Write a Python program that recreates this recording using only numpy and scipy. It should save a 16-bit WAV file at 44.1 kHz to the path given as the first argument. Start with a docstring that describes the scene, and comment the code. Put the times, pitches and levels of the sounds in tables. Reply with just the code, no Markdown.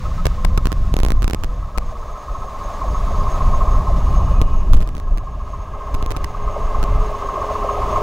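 """Gusts rumble on the microphone first, low filtered noise, with a pigeon's coo (gliding sines) beneath.
Its two capsules overload and pop as they stick and again as they free: steps that die away.
A track machine nears along the rails: rough rolling, and wheels beating them fifteen times a second.
A drone and whines come with it. A small bird chirps; hiss, faint mains buzz and a flickering whistle
lie in the treble."""
import sys
import numpy as np
from scipy.fft import rfft, irfft, next_fast_len
from scipy.io import wavfile
from scipy.ndimage import map_coordinates

SR = 44100
rng = np.random.default_rng(int(sys.argv[2]) if len(sys.argv) > 2 else 0)


def inscribe(sig):
    """Save sig as 16-bit PCM at rate SR to the path in sys.argv[1].

    A 1-D sig is mono; a 2-D sig holds one channel per row.
    Samples are clipped to [-1, 1] before scaling.
    """
    pcm = np.round(np.clip(np.atleast_2d(sig).T, -1, 1) * 32767)
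    wavfile.write(sys.argv[1], SR, pcm.astype(np.int16))


N = 353682
TIME = np.arange(N) / SR  # s


def amp(db):
    """Gain of a level in dB."""
    return 10 ** (np.asarray(db) / 20)


def unit(x):
    """Scaled to rms 1."""
    return x / np.sqrt(np.mean(x ** 2) + 1e-20)


def along(points, hz):
    """Value at each frequency from (f/Hz, value) points, joined on a log axis."""
    f, value = np.transpose(points)
    return np.interp(np.log(hz + 1), np.log(f + 1), value)


def curves(rows):
    """One value per sample for each column after the time."""
    seconds, *columns = np.transpose(rows)
    return [np.interp(TIME, seconds, column) for column in columns]


def wobble(rate):
    """A smooth random curve, rate knots a second."""
    knots = rng.standard_normal(int(N * rate / SR) + 4)
    return map_coordinates(knots, [TIME * rate])


def filtered(x, response):
    """x times a complex response of frequency."""
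    m = next_fast_len(N + SR // 2)  # padded so that tails do not wrap round
    spectrum = rfft(x, m) * response(np.fft.rfftfreq(m, 1 / SR))
    return irfft(spectrum, m)[..., :N]


def noise(response):
    """Coloured noise of rms 1."""
    return unit(filtered(rng.standard_normal(N), response))


def band(centre_hz, width_hz):
    """Narrow noise: a fuzzy tone."""
    return noise(lambda hz: 1 / (1 + (2 * (hz - centre_hz) / width_hz) ** 2))


def spikes(seconds, sizes):
    """Silence with one sample set at each moment."""
    at = np.clip(np.round(seconds * SR).astype(int), 0, N - 1)
    return np.bincount(at, sizes, N)


def decay(hz, seconds):
    """Response of a jump that dies exponentially."""
    return SR * seconds / (1 + 2j * np.pi * hz * seconds)


# Level of the rails and treble: sinks after bursts of pops, then swells;
# engine() and the rail functions use it too.
# Columns: t/s, base level of the rails/dB, base level of the treble/dB
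BASE_LEVELS = [(0.0, -34.5, -45.5), (0.7, -38, -49), (1.42, -40, -52.5), (2.41, -31, -48.5),
               (3.25, -26.5, -43.5), (4.3, -28.5, -46), (4.5, -32.5, -50.5), (4.94, -40, -56),
               (5.21, -37, -56.5), (8.01, -21, -42)]
# Colour of the far hiss. Columns: f/Hz, relative level per Hz/dB
HISS_COLOUR = [(900, -95), (1400, 2), (3100, -7.5), (5900, -10.5), (7300, -14), (8200, -18.5),
               (11000, -22.5), (14800, -26.5), (15700, -21)]
# Mains buzz lines. Columns: f/Hz, level before the treble gains/dB
BUZZ_LINES = [(3548, -66), (3648, -66), (3947, -68), (7145, -72), (7245, -74), (12042, -80), (14340, -77),
              (14540, -75.5), (14740, -78), (15240, -79)]
ROAR_S, ROAR_DB = 4.4, -5  # the roar grows for one second from here; dB over the treble level


def treble():
    """Far hiss, buzz sines, a flickering whistle that fades in, high bands and a late roar, on one level."""
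    treble_db = curves(BASE_LEVELS)[1]
    flicker = amp(.8 * wobble(7) + .8 * wobble(40))
    hiss = flicker * noise(lambda hz: amp(along(HISS_COLOUR, hz)) * (hz < 15750))
    buzz = np.zeros(N)
    for hz, db in BUZZ_LINES:
        buzz += amp(db + wobble(6)) * np.sin(2 * np.pi * (hz * TIME + rng.random()))
    whistle_db = -17.5 + 3.03 * np.minimum(TIME, 2) + 3.7 * wobble(25)
    whistle = amp(whistle_db) * band(6473, 94)
    high_bands = band(10650, 350) + amp(-4) * band(11800, 300)
    high_bands *= amp(-22.5) * np.minimum(TIME / 2, 1)
    roar = amp(ROAR_DB) * np.clip(TIME - ROAR_S, 0, 1) * band(2750, 950)
    return amp(treble_db) * (hiss + whistle + roar + high_bands + amp(49.5) * buzz)


def swell(start, end):
    """Progress from 0 to 1 through a note, and a rounded rise and fall over it."""
    u = np.clip((TIME - start) / (end - start), 0, 1)
    return u, np.sqrt(np.abs(np.sin(np.pi * u))) * (u < 1)


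def bird(notes, waver_hz):
    """Soft gliding sine notes, the pitch wavering at random."""
    out, drift = np.zeros(N), waver_hz * wobble(20)
    for start, end, first_hz, last_hz, db in notes:
        u, envelope = swell(start, end)
        pitch = first_hz + (last_hz - first_hz) * u + drift
        out += amp(db) * envelope * np.sin(2 * np.pi * np.cumsum(pitch) / SR)
    return out


# Pigeon notes, the first already under way at t = 0.
# Columns: start t/s, end t/s, first f/Hz, last f/Hz, level/dB
PIGEON_COOS = [(-.1, .13, 515, 508, -43), (.3, .62, 500, 508, -41), (1.4, 1.58, 500, 482, -43),
               (1.71, 2.1, 488, 465, -45.5)]


def pigeon():
    """Low coos: sines with little waver."""
    return bird(PIGEON_COOS, waver_hz=3)


# Small bird's notes. Columns: start t/s, length/ms, first f/Hz, last f/Hz, level/dB
BIRD_CHIRPS = [(3.132, 10, 4900, 4400, -49), (3.155, 9, 4800, 4350, -49), (3.199, 15, 5450, 4450, -46),
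               (3.234, 10, 5250, 4350, -44)]


def small_bird():
    """Short falling chirps: sines with more waver."""
    notes = [(s, s + ms / 1000, first, last, db) for s, ms, first, last, db in BIRD_CHIRPS]
    return bird(notes, waver_hz=40)


# Gusts at the microphone.
# Columns: t/s, rumble level/dB, flutter level before its random swells/dB
GUSTS = [(0, -18, -29), (.45, -18.5, -35.5), (.7, -15, -34), (1.1, -14, -44), (1.5, -20.5, -46),
         (2.15, -27.5, -48), (2.7, -24.5, -59), (3.05, -15, -33.5), (3.7, -12, -34), (4.3, -8.5, -28.5),
         (4.5, -15, -40), (4.62, -12, -42), (4.74, -6, -43), (4.86, -18, -46), (5.05, -15.5, -44),
         (5.4, -24.5, -54), (5.62, -19.5, -55), (5.82, -30, -63), (5.98, -14.5, -49), (6.55, -21, -64),
         (7, -13, -41), (7.2, -28, -56), (8.02, -20, -58)]
# Colour of the low turbulence. Columns: f/Hz, relative level per Hz/dB
RUMBLE_COLOUR = [(8.8, -18), (15, 8.5), (50, 1.5), (233, -26), (327, -32.5), (413, -33.5), (470, -52),
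                 (1100, -120)]


def wind():
    """Low turbulence in lumps and a higher flutter that shares them, the same on both capsules."""
    rumble_db, flutter_db = curves(GUSTS)
    lumps = wobble(14)
    rumble = unit(amp(2.1 * lumps) * noise(lambda hz: amp(along(RUMBLE_COLOUR, hz))))
    flutter = noise(lambda hz: np.exp(-((hz - 120) / 90) ** 2))
    flutter *= amp(1.9 * wobble(9.8) + 2.0 * lumps)
    return amp(rumble_db) * rumble + amp(flutter_db) * flutter


# Overloads of the microphone's two capsules; dips() uses them too. Columns: start t/s, held/ms,
# right step, left step (linear, before filters), left sticks longer at each end/ms (0: a small scatter)
CAPSULE_OVERLOADS = [(0.2568, 10.9, 1.05, .7, 1.8), (0.4479, 1.5, 0, .65, 0), (0.4496, .65, 0, .65, 0),
                     (0.451, .3, 0, .6, 0), (0.5768, 3.1, .8, .53, .8), (0.6566, 14, .77, .44, .7),
                     (0.7191, 8.7, .55, .2, -.6), (0.9407, 26.4, .8, .51, .3), (0.9897, 12.8, .51, .19, 0),
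                     (1.0335, 16.4, .76, .43, .3), (1.0638, 21.7, .46, .16, 0),
                     (1.1051, 14.8, .67, .35, .5), (1.2222, 7.2, .44, .15, 0), (1.2442, 35, .7, .38, .8),
                     (1.2992, 10.7, .45, .17, 0), (1.3341, 12.9, .71, .41, .4), (1.4366, .5, .36, 0, 0),
                     (1.4373, 7.8, .36, 0, 0), (1.441, 1.3, 0, .15, 0), (1.7769, 6.2, 0, .5, 0),
                     (1.7834, .6, 0, .6, 0), (4.416, 5.1, .62, .6, .3), (4.7341, .4, .39, 0, 0),
                     (4.7349, .5, .44, 0, 0), (4.7422, 5.4, .32, .2, 0), (4.7672, 5.3, .16, .11, 0),
                     (4.8057, 8.6, .17, .12, 0), (4.8236, 5.1, .17, .12, 0), (4.8755, 15, .16, .11, 0),
                     (4.9517, 15.9, .13, .1, 0), (4.981, 18.9, .13, .09, 0), (5.1751, 7.5, .18, .12, .45),
                     (5.9444, 4.9, .3, .21, .8), (6.0266, 35.9, .34, .22, .3), (6.1074, 13, .36, .22, 1.6),
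                     (6.1143, 4.2, .36, 0, 0), (6.1658, 4.1, .32, .25, .8), (6.2443, .25, .36, .24, 2),
                     (6.2453, .3, .36, 0, 0), (6.83, 9.3, .44, .3, .7)]


def pops():
    """Each capsule jumps as it sticks at its limit and back as it frees; the gust pushes, then sags."""
    start, held_ms, right, left, longer_ms = np.transpose(CAPSULE_OVERLOADS)
    side = np.array([[-1], [1]])  # -1 at the start, 1 at the end
    right_s = start + (side > 0) * held_ms / 1000
    scatter = rng.uniform(.0001, .0008, (len(start), 2)).T
    # left outlasts right where its step is over .45 of the right's, else right outlasts left
    scatter *= np.where(left > .45 * right, 1, -1)
    longer_s = np.where(longer_ms != 0, longer_ms / 1000, scatter * (right > 0))
    left_s = right_s + side * longer_s
    left_kicks = spikes(left_s.ravel(), (-side * left).ravel())
    right_kicks = spikes(right_s.ravel(), (-side * right).ravel())
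    kicks = np.array([left_kicks, right_kicks])
    jump = filtered(kicks, lambda hz: decay(hz, 0.00074) * 1j * hz / (120 + 1j * hz))
    # a dull copy leaks across to the other capsule
    leak = filtered(jump[::-1], lambda hz: amp(-9.0) / (1 + 1j * hz / 350))
    push = filtered(kicks.mean(0), lambda hz: amp(37) * hz / 60 * np.exp(-(hz / 60) ** 2))
    sag_spikes = spikes(start + .004, np.maximum(right, left))
    sag = filtered(sag_spikes, lambda hz: -amp(47) * np.exp(-(hz / 70) ** 2) * hz / (hz + 15))
    return jump + leak + push + sag


DIP_DB, DIP_S = 2, 0.035  # depth for a step of 1, time constant of the recovery


def dips():
    """Gain of the sound beyond the microphone: it drops as a capsule frees and soon recovers."""
    start, held_ms, right, left, _ = np.transpose(CAPSULE_OVERLOADS)
    freed = spikes(start + held_ms / 1000, np.maximum(right, left))
    return amp(-DIP_DB * filtered(freed, lambda hz: decay(hz, DIP_S)))


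# Faint pitched hiss from the machine.
# Columns: start t/s, end t/s, centre f/Hz, width/Hz, level before a random waver/dB
ENGINE_WHINES = [(1.2, 6.5, 1647, 40, -57.5), (3.9, 4.9, 2510, 30, -58), (3.8, 4.9, 2860, 250, -55.5),
                 (5.4, 17, 2084, 140, -50), (5.5, 13.4, 1600, 200, -47.5)]
DRONE_DB, DRONE_GAINS_DB_PER_S = -26, 1.85  # drone band over the rails at t = 0; it gains on them


def engine():
    """A narrow drone that gains on the rails as the machine nears, and fainter whines that come and go."""
    pitch = 416 + 6 * wobble(8)
    tone = np.sin(2 * np.pi * np.cumsum(pitch) / SR) * amp(1.5 * wobble(4))
    drone_db = curves(BASE_LEVELS)[0] + DRONE_DB + DRONE_GAINS_DB_PER_S * TIME
    out = amp(drone_db) * (band(413, 64) + amp(3.5) * tone)
    for start, end, hz, width_hz, db in ENGINE_WHINES:
        _, envelope = swell(start, end)
        out += amp(db + wobble(13)) * envelope * band(hz, width_hz)
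    return out


# Band that the rail passes. Columns: f/Hz, relative level per Hz/dB
RAIL_BAND = [(300, -15), (420, -17.5), (500, -13), (600, -6), (800, -13), (980, -11), (1150, -7),
             (1290, -10), (1330, -47), (2200, -34.5), (3500, -64)]
# Singing rail mode. Columns: f/Hz, width/Hz, level before the caller's offset/dB
RAIL_MODES = [(1066, 22.7, 4)]
# Travel along the rail from afar. Columns: f/Hz, extra delay/ms
RAIL_DELAYS = [(400, 52), (560, 43), (800, 24), (1000, 7), (1200, 0), (1350, 16)]


def track(hz, mode_db=0, path=1):
    """The rail passes its band, rings at its mode and lets each frequency arrive at its own time."""
    modes = 0
    for centre, width, db in RAIL_MODES:
        modes = modes + amp(db + mode_db) * 1j * hz * width / (centre ** 2 - hz ** 2 + 1j * hz * width)
    delay_s = path * along(RAIL_DELAYS, hz) / 1000
    phase = 2 * np.pi * np.cumsum(delay_s) * hz[1]  # delay summed over frequency; hz[1] is the bin step
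    return (amp(along(RAIL_BAND, hz)) + modes / (1 + (hz / 1400) ** 8)) * np.exp(-1j * phase)


def track_gain():
    """Rms gain of the rail for white force."""
    return np.sqrt(np.mean(np.abs(track(np.linspace(0, SR / 2, 4000))) ** 2))


def rolling(rails_db):
    """Steady wheel roughness: white force with a wavering level, which barely wakes the rail's mode."""
    force = amp(rails_db - 0.5 + wobble(4.3)) * rng.standard_normal(N)
    scale = 1 / track_gain()
    return filtered(force, lambda hz: scale * track(hz, mode_db=-5))


def ring_part(hz):
    """Upper share of a beat: the ring."""
    return 1 / (1 + (970 / (hz + 1)) ** 12)


def note_part(hz):
    """Lower share of a beat: the falling note."""
    return (1 - ring_part(hz)) * (600 / (hz + 1)) / (1 + (520 / (hz + 1)) ** 10)


CLOSE_S, CLOSE_DELAY = 6.3, .6  # from this moment the rail path is short: its share of the far delays
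CLOSE_NOTE_TOP_HZ = 720  # close by, the falling note starts lower


def beat_sound(moments, beat_db, clean_db, grind_db, part):
    """One share of every beat: a clean knock on the rail and the wheel's noisy grind through it."""
    scale = 1 / track_gain()
    grinds = spikes(moments + 0.0067, amp(beat_db + grind_db))
    pressure = filtered(grinds, lambda hz: np.exp(-(hz / 40) ** 2))
    scrape = amp(30.0) * pressure * rng.standard_normal(N)
    out = filtered(scrape, lambda hz: scale * part(hz) * track(hz))
    close_top_hz = CLOSE_NOTE_TOP_HZ if part is note_part else SR
    far, close = (1, SR, moments < CLOSE_S), (CLOSE_DELAY, close_top_hz, moments >= CLOSE_S)
    for path, top_hz, there in (far, close):
        knocks = spikes(moments, there * amp(beat_db + clean_db))
        # knocks ring the mode more strongly than the grind
        out += filtered(knocks, lambda hz: scale * part(hz) * track(hz, 4, path) / (1 + (hz / top_hz) ** 8))
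    return out


RASP_HZ, RASP_DB, RASP_FADES_DB_PER_S = 1275.6, -11.5, 1.53  # base level over the rails; falls behind them


def rasp(moments, rails_db, odd, chance):
    """A higher band of noise pulsed by the beats, mostly by the second wheel."""
    rasp_db = rails_db + RASP_DB - RASP_FADES_DB_PER_S * moments + 9 * odd + 3 * chance
    pulses = filtered(spikes(moments + .012, amp(rasp_db)), lambda hz: SR / 30 * np.exp(-(hz / 18) ** 2))
    return pulses * noise(lambda hz: np.exp(-((hz - RASP_HZ) / 40) ** 2))


# Hard wheel blows. Columns: t/s, ring level before gains/dB, falling note level before gains/dB
HARD_BLOWS = [(2.813, -29, -16.5), (2.9472, -24, -45), (3.2677, -22, -32.5), (3.4045, -21, -37),
              (3.533, -19.5, -31), (3.6072, -23, -21), (3.8678, -26, -14.5), (4.0014, -28.5, -24),
              (4.197, -26, -18.5), (5.533, -28, -45), (5.869, -32, -23), (6.477, -24.5, -20),
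              (6.545, -29, -11.5), (7.357, -23, -9.5), (7.489, -22, -10), (7.625, -25, -7),
              (6.7461, -21.5, -18), (7.1436, -26, -41), (7.2231, -24.5, -13), (7.2877, -19, -44),
              (7.4194, -18.5, -13), (7.554, -20, -27), (7.69, -16.5, -10.5), (7.9601, -16.5, -9)]
# How much weaker the second wheel rings. Columns: t/s, drop in level/dB
SECOND_WHEEL_DROP = [(0, 2), (4.4, 2), (5.2, 6), (8.02, 4.5)]


def rails():
    """Rolling roughness plus wheel beats; two wheels take turns, one ringing, one with a falling note."""
    rails_db = curves(BASE_LEVELS)[0]
    turns = .185 + 15.269 * TIME - .02756 * TIME ** 2  # beats so far, slowing slightly
    at = np.flatnonzero(np.diff(np.floor(turns)))
    odd = np.floor(turns[at + 1]) % 2  # 1 for the second wheel
    chance = rng.standard_normal((len(at), 4))
    moments = at / SR - .009 + 0.002135 * chance[:, 0]
    weaker_db = curves(SECOND_WHEEL_DROP)[0][at] * odd - 1.5 * chance[:, 1]
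    ring_db = rails_db[at] + 4 - weaker_db
    note_db = rails_db[at] + 3.5 + 5 * odd + 2 * chance[:, 2]
    hard_s, hard_ring_db, hard_note_db = np.transpose(HARD_BLOWS)
    # a hard blow takes the place of the nearest beat
    hard = np.abs(moments[:, None] - hard_s).argmin(axis=0)
    moments[hard], ring_db[hard], note_db[hard] = hard_s, hard_ring_db, hard_note_db
    # ordinary beats are more grind than knock, hard blows mostly knock
    clean_db, grind_db = np.full(len(at), -3.), np.zeros(len(at))
    clean_db[hard], grind_db[hard] = 3, -6
    out = rolling(rails_db)
    out += beat_sound(moments, ring_db + 26, clean_db, grind_db, ring_part)
    out += beat_sound(moments, note_db + 24, clean_db, grind_db, note_part)
    return out + rasp(moments, rails_db[at], odd, chance[:, 3])


def scene():
    """Everything but the pops reaches both channels alike; wind and pops arise at the microphone."""
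    beyond = treble() + pigeon() + small_bird() + engine() + rails()
    return dips() * beyond + wind() + pops()


TOP_HZ = 16800  # band limit


def record(dry):
    """Peaks round off just below full scale; nothing is kept above the band limit."""
    rounded = .96 * dry / (1 + np.abs(dry) ** 16) ** (1 / 16)
    return filtered(rounded, lambda hz: hz < TOP_HZ)


dry = scene()
out = record(dry)
inscribe(out)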